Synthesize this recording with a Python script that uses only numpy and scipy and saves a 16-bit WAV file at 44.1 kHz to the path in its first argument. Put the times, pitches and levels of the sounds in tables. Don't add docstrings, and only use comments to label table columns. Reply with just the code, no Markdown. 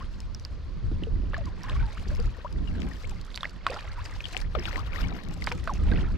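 import sys
import numpy as np
from scipy import signal
from scipy.fft import rfft, irfft, next_fast_len
from scipy.io import wavfile
from scipy.ndimage import map_coordinates

SR = 44100
rng = np.random.default_rng(int(sys.argv[2]) if len(sys.argv) > 2 else 0)


def transcribe(u):
    v = np.clip(np.atleast_2d(u).T, -1, 1)
    q = np.round(v * 32767).astype(np.int16)
    wavfile.write(sys.argv[1], SR, q)


def magnitude_from_level(level_db):
    exponent = np.asarray(level_db, float) / 20
    return 10 ** exponent


N = 272097

# time_s, gurgle_db, spray_db
STROKE = [(0.0, -47, -74), (0.1, -59, -74), (0.76, -59, -81), (1.29, -56.5, -86), (1.38, -47.5, -79),
          (1.54, -53.5, -81), (1.68, -39.5, -69), (1.95, -48.5, -70.5), (2.14, -46, -67.5),
          (2.45, -52, -75.5), (2.6, -56, -79), (2.83, -44.5, -67.5), (2.97, -51, -69), (3.28, -52.5, -73.5),
          (3.43, -52, -63.5), (3.63, -53, -85.5), (3.7, -38, -66), (3.87, -45, -73), (4.03, -43.5, -66),
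          (4.18, -49, -68.5), (4.4, -44, -58), (4.48, -54.5, -83), (4.6, -39, -68), (4.77, -38.5, -62),
          (4.88, -46.5, -77), (4.96, -36, -59.5), (5.12, -41.5, -73), (5.4, -51.5, -68.5), (5.49, -44, -65),
          (5.62, -51.5, -68.5), (5.77, -49, -68), (5.94, -38, -71.5), (6.17, -51.5, -74)]
# start_s, level_db, pitch_hz, length_s, left_over_right_db
IMPACTS = [(0.3475, -28, 5760, 0.0015, -2), (0.45, -26, 5080, 0.0018, -4), (1.036, -31, 3030, 0.0029, -1),
           (1.3339, -26.5, 1280, 0.0023, -2), (1.337, -31.5, 600, 0.0055, -1),
           (1.3432, -24.5, 1810, 0.0076, 2), (1.366, -30, 1230, 0.0045, 2), (1.6972, -24, 3480, 0.001, 1),
           (2.674, -40.5, 2980, 0.02, 28), (2.751, -42, 1710, 0.0078, -4), (2.819, -23, 2980, 0.00069, 21),
           (2.913, -39, 1940, 0.011, 6), (3.344, -29.5, 3870, 0.0017, -6), (3.3542, -27, 4360, 0.0013, -6),
           (3.3755, -15, 2880, 0.00043, -6), (3.4076, -30.5, 3870, 0.0029, -4),
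           (3.4314, -22.5, 1245, 0.0038, -4), (3.4316, -27.5, 3550, 0.0039, -0.5),
           (3.444, -26, 1785, 0.0045, 1), (3.4536, -22.5, 2120, 0.0042, -6),
           (3.6662, -10.5, 1290, 0.0027, -1.5), (3.6665, -23.5, 3430, 0.0017, -5),
           (4.2054, -26.5, 2650, 0.0024, 0), (4.241, -31, 3420, 0.0061, 20),
           (4.2543, -24, 3140, 0.0034, 19), (4.3471, -24.5, 2000, 0.0016, 20),
           (4.3671, -13, 2830, 0.0011, 16), (4.5508, -20, 1330, 0.0051, 21.5), (4.551, -20, 630, 0.0039, 7),
           (4.5947, -31.5, 5540, 0.0029, 3), (4.6546, -19, 2900, 0.0015, 28),
           (4.6549, -32.5, 3700, 0.0087, 27.5), (4.681, -31.5, 1480, 0.0069, 31),
           (4.7283, -27, 2040, 0.0034, 31), (4.7582, -21, 2050, 0.0029, 32),
           (4.932, -30.5, 2490, 0.0032, 36), (4.9595, -24.5, 1980, 0.004, 30),
           (5.4215, -26, 2200, 0.0041, 15), (5.441, -27, 4860, 0.0014, -19),
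           (5.4718, -13.5, 1950, 0.0012, -5.5), (5.474, -19, 990, 0.002, -3),
           (5.4755, -21, 1300, 0.0023, -4), (5.5172, -12.5, 1800, 0.00053, -4),
           (5.5207, -28, 2450, 0.0045, 6.5), (5.675, -18.5, 1330, 0.0025, -5.5),
           (5.6768, -31.5, 1630, 0.012, -5), (5.9154, -25, 445, 0.01, -5)]
# freq_hz, relative_db
SPRAY_SPECTRUM = [(1200, -38), (2500, 3), (3600, 0.5), (5100, 1.5), (6400, -3), (7600, -5.5), (9800, -15),
                  (12100, -15), (15900, -44)]
# freq_hz, gain_db
MIC_RESPONSE = [(200, 3.5), (820, -7), (1150, -4.5), (2200, -3), (4900, 0.5), (6500, -6.5), (9500, -7.5),
                (12000, -8), (16000, -12)]


def unit(x):
    return x / np.sqrt(np.mean(x ** 2) + 1e-20)


def along(points, hz):
    point_hz, value = np.transpose(points)
    return np.interp(np.log(hz + 1), np.log(point_hz + 1), value)


def curves(rows):
    time_s, *columns = np.transpose(rows)
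    return [np.interp(np.arange(N) / SR, time_s, column) for column in columns]


def wobble(knots_per_s):
    knots = rng.standard_normal(int(N * knots_per_s / SR) + 4)
    return map_coordinates(knots, [np.arange(N) * knots_per_s / SR])


def filtered(x, response):
    size = next_fast_len(N + 8192)
    return irfft(rfft(x, size) * response(np.fft.rfftfreq(size, 1 / SR)), size)[..., :N]


def sides(pan_db):
    return np.sqrt(2 / (1 + magnitude_from_level([-2 * pan_db, 2 * pan_db])))


def side(time_s):
    # time_s, left_over_right_db
    side_rows = [(0.7, 1), (0.92, -5.5), (1.25, -3), (1.34, 0), (1.9, 0), (2.4, 6), (2.83, 8), (3.12, 5),
                 (3.25, -3.5), (3.87, -1), (4.36, 4), (4.6, 9), (5.27, 14), (5.45, 2.5), (5.75, -1)]
    return np.interp(time_s, *np.transpose(side_rows))


def rush(spectrum, alike, lead=((1, 0),), tilt=((1, 0),)):
    def ports(hz):
        turn = np.exp(.5j * along(lead, hz))
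        return magnitude_from_level(along(spectrum, hz)) * sides(along(tilt, hz)) * [turn, turn.conj()]

    def share(hz):
        return np.clip(along(alike, hz), 0, 1)

    common, *own = rng.standard_normal((3, N))
    shared = filtered(common, lambda hz: np.sqrt(share(hz)) * ports(hz))
    separate = filtered(np.array(own), lambda hz: np.sqrt(1 - share(hz)) * ports(hz))
    return unit(shared + separate)


def rings(start_s, level_db, hz, end_hz, length_s, pan_db, fade, attack_s):
    rise_bend, fall_bend = 2.98, 0.933
    out = np.zeros((2, N + SR))
    left_lag_s = np.clip(30e-6 + 9e-6 * pan_db, 0, 180e-6)
    size_log2 = np.ceil(np.log2(length_s * SR)).astype(int)
    for k in np.unique(size_log2):
        g = size_log2 == k
        samples = np.arange(2 ** k + 16)
        at = np.round(start_s[g, None] * SR).astype(int) + samples
        bend = np.where(end_hz > hz, rise_bend, fall_bend)[g, None]
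        for ch, gain in enumerate(sides(pan_db[g])):
            t = np.maximum(samples / SR - left_lag_s[g, None] * (1 - ch), 0)
            life = np.minimum(t / length_s[g, None], 1)
            turns = t * (hz[g, None] + (end_hz - hz)[g, None] * life ** bend / (bend + 1))
            envelope = (1 - life) ** fade * (1 - np.exp(-t / attack_s))
            wave = envelope * np.sin(2 * np.pi * turns)
            scaled = wave * (gain * magnitude_from_level(level_db[g]))[:, None]
            out[ch] += np.bincount(at.ravel(), scaled.ravel(), N + SR)
    return out[:, :N]


def swarm(mid_hz, octaves, cycles, spread_db, rise, pan_db, stray_db, count):
    at = rng.uniform(0, N - 1, count)
    pitch_draw, rise_draw, life_draw, pan_draw = rng.standard_normal((count, 4)).T
    hz = np.clip(mid_hz * 2 ** (octaves * pitch_draw), 300, 15000)
    end_hz = hz * (1 + rise * abs(rise_draw))
    level_db = spread_db * rng.exponential(1, count).clip(0, 4)
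    pan = pan_db[at.astype(int)] + stray_db * pan_draw
    length_s = cycles * np.exp(.4 * life_draw.clip(-2, 2)) / hz
    return unit(rings(at / SR, level_db, hz, end_hz, length_s, pan, fade=0.36, attack_s=0.000069))


def churn():
    (gurgle_db, spray_db), pan_db = curves(STROKE), side(np.arange(N) / SR)
    clump = wobble(45)
    gurgle = swarm(1750, .75, 6, 4.5, .2, pan_db, 4, count=4200)
    wash = swarm(1717, 0.91, 3.23, 3.2, 0.05, pan_db, 10.6, count=9000)
    fizz = swarm(4670, 0.78, 4.3, 3.15, 0.07, pan_db, 8.4, count=6000)
    blips = swarm(1400, .65, 10, 3, .1, pan_db, 4, count=900)
    hiss = rush(SPRAY_SPECTRUM, [(3000, 1.0), (12000, 0.4)]) * sides(pan_db)
    air = rush([(7000, -60), (10500, -15), (12200, -4), (15800, -17)], [(1, .4)], tilt=[(1, 22)])

    stirred = magnitude_from_level(-2) * gurgle + magnitude_from_level(-5.5 + 2.5 * clump) * wash + magnitude_from_level(-4) * blips
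    water = magnitude_from_level(gurgle_db) * stirred + magnitude_from_level(spray_db + 8.5 + 5.3 * clump) * fizz
    spray = magnitude_from_level(spray_db + 3.5 + 4.0 * clump) * hiss
    spray = spray + magnitude_from_level(spray_db - 18.5 + 1.28 * pan_db + 4.2 * clump) * air
    return filtered(water, lambda hz: magnitude_from_level(along(MIC_RESPONSE, hz))) + spray


def bubbles_and_thumps():
    # start_s, level_db, start_hz, end_hz, length_s
    ring_rows = [(0.008, -37.5, 1054, 1730, 0.028), (0.916, -26, 270, 554, 0.012),
                 (1.024, -26, 334, 407, 0.0085), (1.07, -32, 462, 450, 0.022),
                 (1.161, -35, 300, 383, 0.012), (1.198, -37, 260, 330, 0.014),
                 (1.235, -33, 326, 420, 0.011), (1.379, -36.5, 678, 660, 0.026),
                 (1.409, -42.5, 624, 524, 0.028), (1.469, -41, 1106, 900, 0.026),
                 (1.639, -37.5, 1015, 1300, 0.028), (1.689, -34.5, 1036, 1170, 0.019),
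                 (1.755, -38, 1110, 1250, 0.016), (1.802, -37, 1500, 1550, 0.014),
                 (1.83, -40, 910, 910, 0.038), (1.872, -43.5, 830, 1020, 0.039),
                 (1.972, -34.5, 1210, 3860, 0.013), (2.114, -39, 581, 680, 0.03),
                 (2.193, -33, 465, 520, 0.029), (2.385, -36, 490, 473, 0.0084),
                 (2.446, -32.5, 617, 546, 0.014), (2.447, -30.5, 960, 1640, 0.027),
                 (3.044, -36.5, 2170, 4750, 0.013), (3.114, -42.5, 954, 660, 0.026),
                 (3.6705, -25, 1150, 1030, 0.014), (3.672, -41, 756, 438, 0.037),
                 (3.699, -30.5, 514, 1310, 0.032), (3.738, -41, 583, 640, 0.03),
                 (3.7626, -32, 1310, 1600, 0.0092), (3.766, -37.5, 798, 1500, 0.027),
                 (3.981, -38.5, 952, 2100, 0.04), (4.346, -39.5, 728, 1370, 0.036),
                 (4.556, -28.5, 715, 248, 0.039), (4.592, -34, 335, 460, 0.025),
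                 (4.778, -33, 1048, 1710, 0.032), (5.0406, -33.5, 2190, 2680, 0.021),
                 (5.5144, -31, 1050, 850, 0.017), (5.676, -32.5, 670, 640, 0.02),
                 (5.694, -24.5, 1210, 860, 0.016), (5.711, -30, 940, 670, 0.018),
                 (5.9205, -30, 1590, 1590, 0.012)]
    quaver_db, quavers_per_s = 1.5, 130
    columns = np.transpose(ring_rows)
    ring = rings(*columns, side(columns[0]), fade=0.68, attack_s=0.00014)
    return ring * magnitude_from_level(quaver_db * wobble(quavers_per_s))


def impacts():
    # pitch_ratio, level_db
    cavity_modes = [(1.002, 1), (1.5, -19.5), (2.6, -26.5)]
    end_over_start_pitch, bass_cut_hz = 0.89, 350
    start_s, level_db, hz, length_s, pan_db = np.transpose(IMPACTS)
    ring = 0
    for ratio, mode_db in cavity_modes:
        mode_hz = ratio * hz
        ring = ring + rings(start_s, level_db + mode_db, mode_hz, mode_hz * end_over_start_pitch,
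                            length_s, pan_db, fade=0.55, attack_s=0.0001)
    return filtered(ring, lambda hz: (1j * hz / (bass_cut_hz + 1j * hz)) ** 2)


def splash():
    decay_60db_s = 0.068
    start_s, level_db, _, length_s, pan_db = np.transpose(IMPACTS)
    power = np.bincount(np.round(start_s * SR).astype(int), magnitude_from_level(2 * level_db) * length_s / .003, N)
    power_decay = magnitude_from_level(-2 * 60 * np.arange(SR // 5) / SR / decay_60db_s)
    throw = np.sqrt(np.abs(signal.fftconvolve(power, power_decay)[:N]))
    pan_curve_db = np.interp(np.arange(N) / SR, start_s, pan_db)
    spatter = swarm(1740, 0.866, 7.4, 0.88, .2, pan_curve_db, 4.7, count=9000)
    return magnitude_from_level(-15) * throw * filtered(spatter, lambda hz: magnitude_from_level(along(MIC_RESPONSE, hz)))


def ticks():
    # start_s, level_db, pitch_hz
    tick_rows = [(0.2036, -35, 5330), (0.397, -40.5, 5900), (1.3798, -41.5, 6800), (1.456, -40, 4740),
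                 (1.6332, -33.5, 5560), (2.15, -38, 5170), (2.2, -36, 4630), (2.2577, -41, 6940),
                 (2.526, -40, 5000), (3.095, -35.5, 7500), (3.213, -37, 4270), (3.3592, -28, 4720),
                 (3.495, -38, 4600), (3.704, -32, 4500), (3.743, -35, 4860), (3.807, -39.5, 4440),
                 (4.0587, -35.5, 4750), (4.285, -37, 6520), (4.375, -27.5, 7400), (4.4136, -33.5, 4370),
                 (5.3394, -35.5, 8100), (5.442, -30, 4920), (5.4652, -28.5, 4700), (5.522, -31, 5100),
                 (5.737, -34.5, 6340)]
    faint_count, puff_samples, decay_60db_s, bass_cut_hz = 450, 256, 0.014, 3000
    _, spray_db = curves(STROKE)
    when, loudness, pitch, stray = rng.uniform(0, 1, (faint_count, 4)).T
    k = (when * (N - 1)).astype(int)
    faint_db = spray_db[k] + 14 - 5 * np.log(1 - .97 * loudness)
    faint = [k / SR, faint_db, 4000 * 2 ** (1.77 * pitch), 10 * (stray - .5)]
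    listed = np.pad(np.transpose(tick_rows), ((0, 1), (0, 0)))
    start_s, level_db, hz, stray_db = np.hstack([listed, faint])
    pan_db = side(start_s) + stray_db

    t = np.arange(puff_samples) / SR
    noise = rng.standard_normal((len(start_s), 3, puff_samples))
    noise = 0.9 * noise[:, 0] + 0.96 * noise[:, 1:].transpose(1, 0, 2)
    tone = 1.03 * np.sin(2 * np.pi * hz[:, None] * t)
    puffs = (noise + tone) * magnitude_from_level(-60 * t / decay_60db_s)
    at = np.round(start_s * SR).astype(int)[:, None] + np.arange(puff_samples)
    out = []
    for puff, gain in zip(puffs, sides(pan_db)):
        scaled = puff * (gain * magnitude_from_level(level_db))[:, None]
        out.append(np.bincount(at.ravel(), scaled.ravel(), N + puff_samples))

    def response(hz):
        return magnitude_from_level(along(SPRAY_SPECTRUM, hz)) * (1j * hz / (bass_cut_hz + 1j * hz)) ** 2
    return filtered(np.array(out), response)


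def wind():
    # time_s, buffet_db, flutter_db
    wind_rows = [(0.0, -38.5, -49.5), (0.3, -32.5, -48), (0.4, -33.5, -49), (0.76, -35.5, -49),
                 (0.86, -26, -45), (0.99, -27, -37.5), (1.24, -27, -38.5), (1.35, -31.5, -46.5),
                 (1.48, -26, -40), (1.6, -39.5, -49), (1.81, -21, -42.5), (1.93, -33, -51),
                 (2.06, -31.5, -41), (2.26, -23.5, -42.5), (2.42, -41.5, -53), (2.58, -29.5, -38),
                 (2.9, -31, -35), (3.01, -37, -51.5), (3.1, -30.5, -41), (3.24, -38, -48.5),
                 (3.53, -42, -50), (3.96, -33, -53.5), (4.29, -37.5, -57), (4.51, -30.5, -46),
                 (4.62, -33.5, -46.5), (4.89, -31.5, -46.5), (5.08, -28, -35.5), (5.2, -39.5, -43),
                 (5.39, -33.5, -41), (5.78, -30, -39.5), (5.85, -20.5, -37), (5.93, -23, -28.5),
                 (6.17, -27, -41)]
    # freq_hz, relative_db
    buffet_spectrum = [(12, -25), (24, 7.5), (36, 5), (60, 2.5), (90, -1.5), (130, -10), (200, -38),
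                       (500, -120)]
    flutter_spectrum = [(40, -104), (70, -84), (120, -9.5), (170, -0.5), (250, -9), (400, -15.5),
                        (650, -37.5), (1200, -55), (4000, -120)]
    rattle_spectrum = [(200, -60), (330, -4), (480, -3.5), (700, -3.5), (1200, -40), (3000, -120)]
    # freq_hz, likeness_0_to_1
    port_likeness = [(35, .38), (65, .5), (100, .45), (160, .9), (250, .95), (500, .8)]
    # freq_hz, left_lead_rad
    port_lead = [(35, .3), (65, .5), (105, .1), (140, -1.45), (400, -1.4), (600, -1.1)]
    # freq_hz, left_over_right_db
    port_tilt = [(35, -4.5), (65, 1.1), (100, 7), (150, -1.3), (250, -4.1), (400, -5)]
    ports = port_likeness, port_lead, port_tilt
    gusty_db, gusts_per_s = 1, 7

    buffet_db, flutter_db = curves(wind_rows)
    rattle_db = -47 + 1.7 * (flutter_db + 31.5)
    lumps, gusts_db = wobble(30), gusty_db * wobble(gusts_per_s)
    port_wobble = np.array([wobble(14), wobble(15)])
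    buffet = magnitude_from_level(gusts_db + 1.46 * lumps + 0.69 * port_wobble) * rush(buffet_spectrum, *ports)
    flutter = magnitude_from_level(gusts_db + 2.2 * lumps) * rush(flutter_spectrum, *ports)
    rattle = magnitude_from_level(gusts_db + 2.6 * lumps) * rush(rattle_spectrum, *ports)
    return magnitude_from_level(buffet_db) * unit(buffet) + magnitude_from_level(flutter_db) * unit(flutter) + magnitude_from_level(rattle_db) * unit(rattle)


def shore():
    # freq_hz, relative_db
    shore_spectrum = [(290, -7), (500, 1), (806, -8.5), (1020, -2), (2070, -12.5), (3740, -14),
                      (4320, -10.5), (5940, -20.5), (10500, -47.5), (12100, -42), (15900, -64)]
    likeness = [(600, 0.93), (3000, 0.6), (7000, 0.79), (15000, 0.35)]
    return magnitude_from_level(-57 + 0.2 * wobble(8.3)) * rush(shore_spectrum, likeness)


def scene():
    return churn() + bubbles_and_thumps() + impacts() + splash() + ticks() + wind() + shore()


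def band_limit(x):
    return signal.sosfilt(signal.butter(12, 16060, fs=SR, output="sos"), x)


def record(dry):
    return band_limit(dry)


dry = scene()
out = record(dry)
transcribe(out)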